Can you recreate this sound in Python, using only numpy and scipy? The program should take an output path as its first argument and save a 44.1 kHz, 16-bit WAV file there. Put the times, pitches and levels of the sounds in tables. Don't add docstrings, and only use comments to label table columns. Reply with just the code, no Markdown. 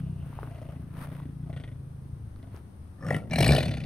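import sys
import numpy as np
from scipy import signal
from scipy.fft import rfft, irfft, next_fast_len
from scipy.io import wavfile
from scipy.ndimage import uniform_filter1d, map_coordinates

SR = 44100
rng = np.random.default_rng(int(sys.argv[2]) if len(sys.argv) > 2 else 0)


def master_out(mix):
    frames = np.transpose(np.atleast_2d(mix))
    ceiling = np.clip(frames, -1, 1)
    pcm = np.round(ceiling * 32767).astype(np.int16)
    wavfile.write(sys.argv[1], SR, pcm)


def elevation(decibels):
    levels = np.asarray(decibels, float)
    return 10 ** (levels / 20)


N = 169785
T = np.arange(N) / SR


def unit(x):
    return x / np.sqrt(np.mean(x ** 2) + 1e-20)


def along(points, hz):
    f, v = np.transpose(points)
    return np.interp(np.log(hz + 1), np.log(f + 1), v)


def wobble(rate):
    return map_coordinates(rng.standard_normal(int(N * 400 / SR) + 4), [T * rate])


def filtered(x, response):
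    m = next_fast_len(N + SR // 2)
    return irfft(rfft(x, m) * response(np.fft.rfftfreq(m, 1 / SR)), m)[..., :N]


def rings(peaks):
    def response(f):
        total = 0
        for k, (centre, width, db) in enumerate(peaks):
            damping = 1j * f * width
            total = total + (-1) ** k * elevation(db) * damping / (centre * centre - f * f + damping)
        return total
    return response


def rush(spectrum, alike, left_db):
    def mid_side(hz):
        turn = np.arccos(np.clip(along(alike, hz), -1, 1)) / 2
        return elevation(along(spectrum, hz)) * [np.cos(turn), np.sin(turn)]

    mid, side = filtered(rng.standard_normal((2, N)), mid_side)
    pair = np.array([mid + side, mid - side])
    return unit(filtered(pair, lambda hz: elevation(np.outer([.5, -.5], along(left_db, hz)))))


def outdoor_air():
    # f/Hz, level/dB
    air_colour = [(15, -6), (25, -34), (77, 1), (600, -29), (1210, -33), (2300, -44), (7540, -53),
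                  (8860, -42), (15600, -60)]
    # f/Hz, level/dB
    air_left = [(100, 2.5), (9000, 3.6)]
    # f/Hz, likeness/0-1
    air_alike = [(150, 1), (950, 0.057), (4000, 0.041)]
    return elevation(-45.5 + 0.49 * wobble(2.8)) * rush(air_colour, air_alike, air_left)


def grass():
    # peak t/s, attack/s, release/s, level/dB
    scuffs = [
        (.005, 0.012, 0.0048, -48),
        (.3, .1, 0.58, -57),
        (.42, 0.09, 0.077, -60.5),
        (1.036, 0.055, 0.02, -42),
        (1.12, 0.14, 0.13, -55.5),
        (2.05, .04, 0.1, -94),
        (2.3, 0.022, 0.087, -70),
        (2.562, 0.036, 0.031, -52.5),
    ]
    # f/Hz, level/dB
    grass_colour = [(180, -6.5), (300, -14), (1310, -13), (4290, -32.5), (7050, -41), (9190, -28),
                    (15600, -36)]
    env = 0
    for s, up, down, db in scuffs:
        away = np.where(T < s, (s - T) / up, (T - s) / down)
        env = env + elevation(db - 7.8 * away ** 1.7)
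    crackle = elevation(2.8 * wobble(300) + wobble(30.45))
    noise = rush(grass_colour, [(300, 1.0), (9000, 0.076)], [(300, 1.7), (9000, 2.5)])
    return env * unit(crackle * noise)


def yard(x):
    # f/Hz, t60/s
    decay = [(150, 1), (1500, 0.11), (10000, 0.2)]
    hz, t, z = signal.stft(rng.standard_normal((2, SR // 2)), SR, nperseg=256)
    tail = signal.istft(z * elevation(-60 * t / along(decay, hz)[:, None]), SR, nperseg=256)[1]
    mix = np.array([tail[0] + 0.15 * tail[1], tail[0] - 0.64 * tail[1]])
    late = np.pad(x, (300, 0))[None]
    echo = signal.fftconvolve(late, mix / np.linalg.norm(mix[0]), axes=1)[:, :N]
    return filtered(echo, lambda hz: elevation(-9) * hz / (hz + 303))


def nose():
    # f/Hz, width/Hz, level/dB
    nostril = [
        (2770, 610, 0),
    ]
    gusts = elevation(3.2 * wobble(45.0)) * rng.standard_normal(N)
    hiss = filtered(gusts, lambda f: rings(nostril)(f) ** 2)
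    return elevation(-70 - 10 * (T / 0.81) ** 4) * unit(hiss)


def pops(rows, cycles):
    out, t = np.zeros(N + SR), np.arange(SR // 20) / SR
    for s, db, hz in rows:
        decay = elevation(db + 5.5 - 60 * t * hz / cycles)
        onset = 1 - np.exp(-t * hz * 9 / cycles)
        out[round(s * SR):][:len(t)] += decay * np.sin(2 * np.pi * hz * t) * onset
    return out[:N]


def small_strokes():
    # t/s, peak level/dB, f/Hz
    ticks = [(0.329, -33, 970), (0.389, -22.5, 850), (0.43, -28.5, 407), (0.431, -25.5, 1250),
             (0.455, -41, 1240), (0.474, -33.5, 1220), (0.971, -59, 606), (1.201, -31, 1020),
             (2.087, -56.5, 450), (2.362, -44, 1250), (2.361, -47, 3980), (2.543, -33, 372),
             (2.564, -40, 5350), (2.428, -45, 3500), (2.563, -52, 9000), (3.106, -16, 353),
             (3.111, -11.5, 606), (3.145, -19.5, 480), (3.491, -11.5, 358), (3.508, -7, 533)]
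    # t/s, peak level/dB, f/Hz
    squeak = [
        (3.478, -17, 8280),
    ]
    # t/s, peak level/dB, f/Hz
    smacks = [
        (3.106, -18.5, 1890),
        (3.146, -18.5, 1940),
        (3.311, -32.5, 5650),
        (3.358, -19, 4120),
        (3.444, -14.5, 2560),
        (3.49, -12, 2370),
        (3.563, -18, 3020),
        (3.584, -26, 2470),
    ]
    return pops(ticks, cycles=5.3) + pops(squeak, cycles=72) + pops(smacks, cycles=32)


def patchy(x, patchy_db):
    z = signal.stft(x, nperseg=256)[2]
    field = uniform_filter1d(rng.standard_normal(z.shape), size=4, axis=0)
    field = uniform_filter1d(field, size=5, axis=1)
    return signal.istft(z * elevation(patchy_db * unit(field)), nperseg=256)[1][:N]


def fold_flaps(k, jitter):
    # t/s, flaps per second/Hz
    rates = [
        [(0.0, 34.23), (0.2, 29.08), (0.35, 28.16), (0.5, 28.05), (0.7, 27.89), (0.9, 27.48), (1.1, 29.22),
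         (1.3, 28.09), (1.5, 30.6), (1.65, 25.16), (1.8, 26.47), (2.0, 26.82), (2.2, 28.63), (2.35, 24.7),
         (2.5, 23.26), (2.7, 28.86), (3.0, 30.06)],
        [(2.98, 50.13), (3.06, 50.72), (3.13, 50.17), (3.3, 59.9)],
        [(3.29, 41.78), (3.37, 40.59), (3.43, 51.94), (3.47, 63.39), (3.51, 78.66), (3.55, 63.48),
         (3.59, 43.28), (3.69, 35.34), (3.85, 26.71)],
    ]
    first_flap = [.11, .24, .76]
    rate = np.interp(T, *np.transpose(rates[k]), left=0)
    opens = np.flatnonzero(np.diff(np.floor(np.cumsum(rate) / SR - first_flap[k])) > 0)
    period = SR / rate[opens]
    luck = rng.standard_normal((200, 6))[:len(opens)]
    first = np.clip(opens + jitter * period * luck[:, 0], 0, N - 1).astype(int)
    return first, period, luck


def chest_thumps(k, on, first, period, luck, size, chest_hz, over_db, jitter, rough):
    thump_lag = [0.008, 0.14, 0.299]
    over_hz = [255.3, 255, 233.6]
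    ring_cycles = 2.68

    def chest_ring(c):
        return np.sin(2 * np.pi * c) * (1 - np.exp(-4 * c)) * np.exp(-(c / ring_cycles) ** 3.3)

    t = np.arange(SR // 10) / SR
    cycles = (chest_hz[first] * (1 + 2 * jitter * luck[:, 2]))[:, None] * t
    throat_cycles = over_hz[k] * t
    throat = np.sin(2 * np.pi * throat_cycles) * np.exp(-(throat_cycles / ring_cycles / 1.34) ** 2)
    throat = elevation(over_db[first, None] + 3.2 * luck[:, [3]]) * throat
    push = elevation(-3) * chest_ring(0.48 * cycles) * np.exp(-cycles / 2)
    ring = chest_ring(cycles) + throat - push
    thump = first + (thump_lag[k] * period).astype(int)
    places = thump[:, None] + np.arange(len(t))
    chest = np.bincount(places.ravel(), (size[:, None] * ring).ravel(), N + SR)[:N]
    churn_ring = rings([(chest_hz[on].mean(), 90, 0)])
    churn = filtered(on * rng.standard_normal(N), lambda f: churn_ring(f) ** 2)
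    return unit(on * chest) + rough * unit(churn)


def throat_puffs(k, on, first, period, luck, size, scatter_db, leak):
    puff_s = [.003, 0.0026, 0.0029]
    second_flap = [0.27, 0.41, .27]
    second_db = [-3, -9, -5.5]
    t = np.arange(SR // 10) / SR
    delay = second_flap[k] * period * (1 + 0.1206 * luck[:, 4])
    second = np.minimum(first + delay, N - 1).astype(int)
    second_size = size * elevation(second_db[k] + scatter_db * luck[:, 5])
    flaps = on * np.bincount(np.r_[first, second], np.r_[size, second_size], N)
    puffs = signal.fftconvolve(flaps, np.exp(-(t / puff_s[k] - 1.3) ** 2))[:N]
    gate = unit(puffs) + leak / np.sqrt(on.mean())
    air = unit(on * gate * elevation(1.6 * wobble(390)) * rng.standard_normal(N))
    return flaps, air


def through_mouth(k, flaps, air, mouth_db, shift, click, tone):
    # f/Hz, width/Hz, level/dB
    mouth_shapes = [
        [[(653, 65, 8), (1250, 100, -9.5), (1850, 92, -51)], [(604, 73, 8.5), (1470, 60, 1.5), (1950, 174, 0.5),
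         (3500, 590, -7), (8480, 92, -14.5)]],
        [[(530, 40, -1), (1220, 45, -0.5), (1745, 90, -6.5), (1990, 110, -19), (5430, 150, -20)],
         [(587, 77, 3.5), (1374, 54, -3), (1890, 190, -9.5), (2270, 27, -3), (2680, 130, -12.5),
         (5780, 110, -23), (8950, 700, -33)]],
        [[(647, 128, 3), (817, 148, -8.5), (1720, 160, -8.5), (2322, 74, 3), (2855, 63, -8.5),
         (4150, 150, -5.5), (5520, 123, -11.5), (9000, 370, -33)], [(576, 92, 9), (797, 80, -2),
         (1400, 100, -7.5), (1950, 170, 1), (2406, 360, -2.5), (3060, 160, -2.5), (3460, 100, -1.5),
         (4450, 650, -2), (5180, 150, -7), (5800, 250, -10)]],
    ]
    # f/Hz, level/dB
    breath = [
        [(180, -44), (300, -23), (418, -3), (601, -6), (954, -23), (3410, -17), (15600, -41)],
        [(180, -34), (300, -35), (732, 0.5), (1070, -45), (1880, -12), (3580, -31), (9500, -23.5), (15600, -47)],
        [(180, -70), (300, 0), (581, -28), (1200, -30), (2410, -14.5), (7170, -23), (8460, -17), (15600, -30)],
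    ]
    source = air + click * unit(flaps)
    start, end = [unit(filtered(source, rings(peaks))) for peaks in mouth_shapes[k]]
    shift = np.clip(shift, 0, 1)
    mouth = tone * (np.sqrt(1 - shift) * start + np.sqrt(shift) * end)
    mouth = mouth + unit(filtered(air, lambda f: elevation(along(breath[k], f))))
    mouth = patchy(mouth, patchy_db=3)
    treble = filtered(mouth, lambda f: f ** 2 / (f ** 2 + 4900 ** 2))
    return mouth + treble * (elevation(mouth_db - mouth_db.max()) - 1)


def voice(k, chest_db, chest_hz, over_db, mouth_db, shift, jitter, rough, scatter_db, click, leak, tone):
    first, period, luck = fold_flaps(k, jitter)
    size = elevation(scatter_db * luck[:, 1])
    on = mouth_db > -99
    chest = chest_thumps(k, on, first, period, luck, size, chest_hz, over_db, jitter, rough)
    flaps, air = throat_puffs(k, on, first, period, luck, size, scatter_db, leak)
    mouth = through_mouth(k, flaps, air, mouth_db, shift, click, tone)
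    return (elevation(chest_db) * unit(chest) + elevation(mouth_db) * unit(mouth)) * np.sqrt(on.mean())


def rumble():
    # t/s, chest level/dB, chest ring f/Hz, throat ring over the chest/dB
    chest_path = [(0, -33, 155, -13), (.12, -34.5, 152, -34), (.3, -41, 128.4, -7.5),
                  (.58, -42.5, 123.4, -9), (.78, -41, 163.6, -9), (1.0, -40, 146, -8.5),
                  (1.25, -39, 149, -11), (1.501, -36, 146, -11.5), (1.66, -40.5, 118.7, -9.5),
                  (1.899, -42, 134, -18.5), (2.25, -41.5, 119.4, -17.5), (2.45, -46, 99, -5),
                  (2.62, -51.5, 120, -19), (2.95, -103, 130, -17)]
    # middle t/s, half length/s, level/dB, brightness/0-1
    lip_gaps = [
        (0.1, 0.53, -63.5, 0.01),
        (0.589, 0.14, -52, 0.07),
        (0.693, 0.08, -54.5, 0.4),
        (1.158, 0.14, -58, 1),
        (1.497, 0.041, -54.5, 0),
        (1.595, 0.12, -49.5, 0.99),
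        (2, 0.17, -96, 0.2),
        (2.442, 0.062, -57.5, 0.3),
    ]
    s, *rows = np.transpose(chest_path)
    chest_db, chest_hz, over_db = [np.interp(T, s, c) for c in rows]
    lips = np.array([top - 12 * ((T - mid) / half) ** 2 for mid, half, top, _ in lip_gaps])
    brightness = np.transpose(lip_gaps)[-1]
    shift = uniform_filter1d(brightness[lips.argmax(axis=0)], size=800)
    mouth_db = np.maximum(lips.max(axis=0), -90)
    return voice(0, chest_db, chest_hz, over_db, mouth_db, shift,
                 jitter=.006, rough=.15, scatter_db=1, click=.8, leak=.06, tone=3)


def snarls():
    # t/s, chest level/dB, chest ring f/Hz, mouth level/dB
    snarl_paths = [
        [(2.97, -52, 145, -64), (3.035, -38.5, 156, -44), (3.1, -29, 160, -37), (3.165, -24.5, 160, -35.5),
         (3.2, -47, 140, -50), (3.3, -39.5, 123, -72)],
        [(3.295, -27, 125, -45.5), (3.335, -29, 148, -32.5), (3.4, -20.5, 132, -26), (3.46, -25, 140, -28.5),
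         (3.51, -17.5, 125, -30), (3.58, -29, 142, -30.5), (3.7, -27.5, 139.4, -39), (3.8, -37.5, 135, -45.5),
         (3.85, -29.5, 141, -46.5)],
    ]
    # from t/s, to t/s
    shift_s = [
        (3.05, 3.12),
        (3.42, 3.64),
    ]
    out = np.zeros(N)
    for k, rows in enumerate(snarl_paths):
        s, chest, hz, mouth = np.transpose(rows)
        chest_db, mouth_db = [np.interp(T, s, c, left=-120, right=-120) for c in (chest, mouth)]
        chest_hz = np.interp(T, s, hz)
        over_db = np.full(N, [-9, -8][k])
        shift = np.interp(T, shift_s[k], [0, 1])
        out = out + voice(k + 1, chest_db, chest_hz, over_db, mouth_db, shift,
                          jitter=.03, rough=.45, scatter_db=1, click=.3, leak=[.5, .25][k], tone=2.5)
    return out


def at_microphones(x):
    # f/Hz, level/dB
    left_db = [(100, 1.2), (700, 2.2), (3000, 3.5), (6000, 2), (8500, 12), (13000, 3.7)]
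    # f/Hz, phase/rad
    left_leads = [(200, 0.1), (2500, 0.91), (6600, 0.98), (15000, 1.66)]
    side = np.array([[.5], [-.5]])
    return filtered(x, lambda hz: elevation(side * along(left_db, hz)) * np.exp(1j * side * along(left_leads, hz)))


def scene():
    tiger = rumble() + snarls() + nose() + small_strokes()
    return at_microphones(tiger + yard(tiger)) + grass() + outdoor_air()


def band_limit(x):
    return signal.sosfilt(signal.butter(12, 15740, fs=SR, output="sos"), x)


def record(dry):
    def port(hz):
        notch_db = -7 * np.exp(-((hz - 7400) / 600) ** 2)
        return elevation(notch_db) * (hz < 15750)

    return band_limit(filtered(dry, port))


dry = scene()
out = record(dry)
master_out(out)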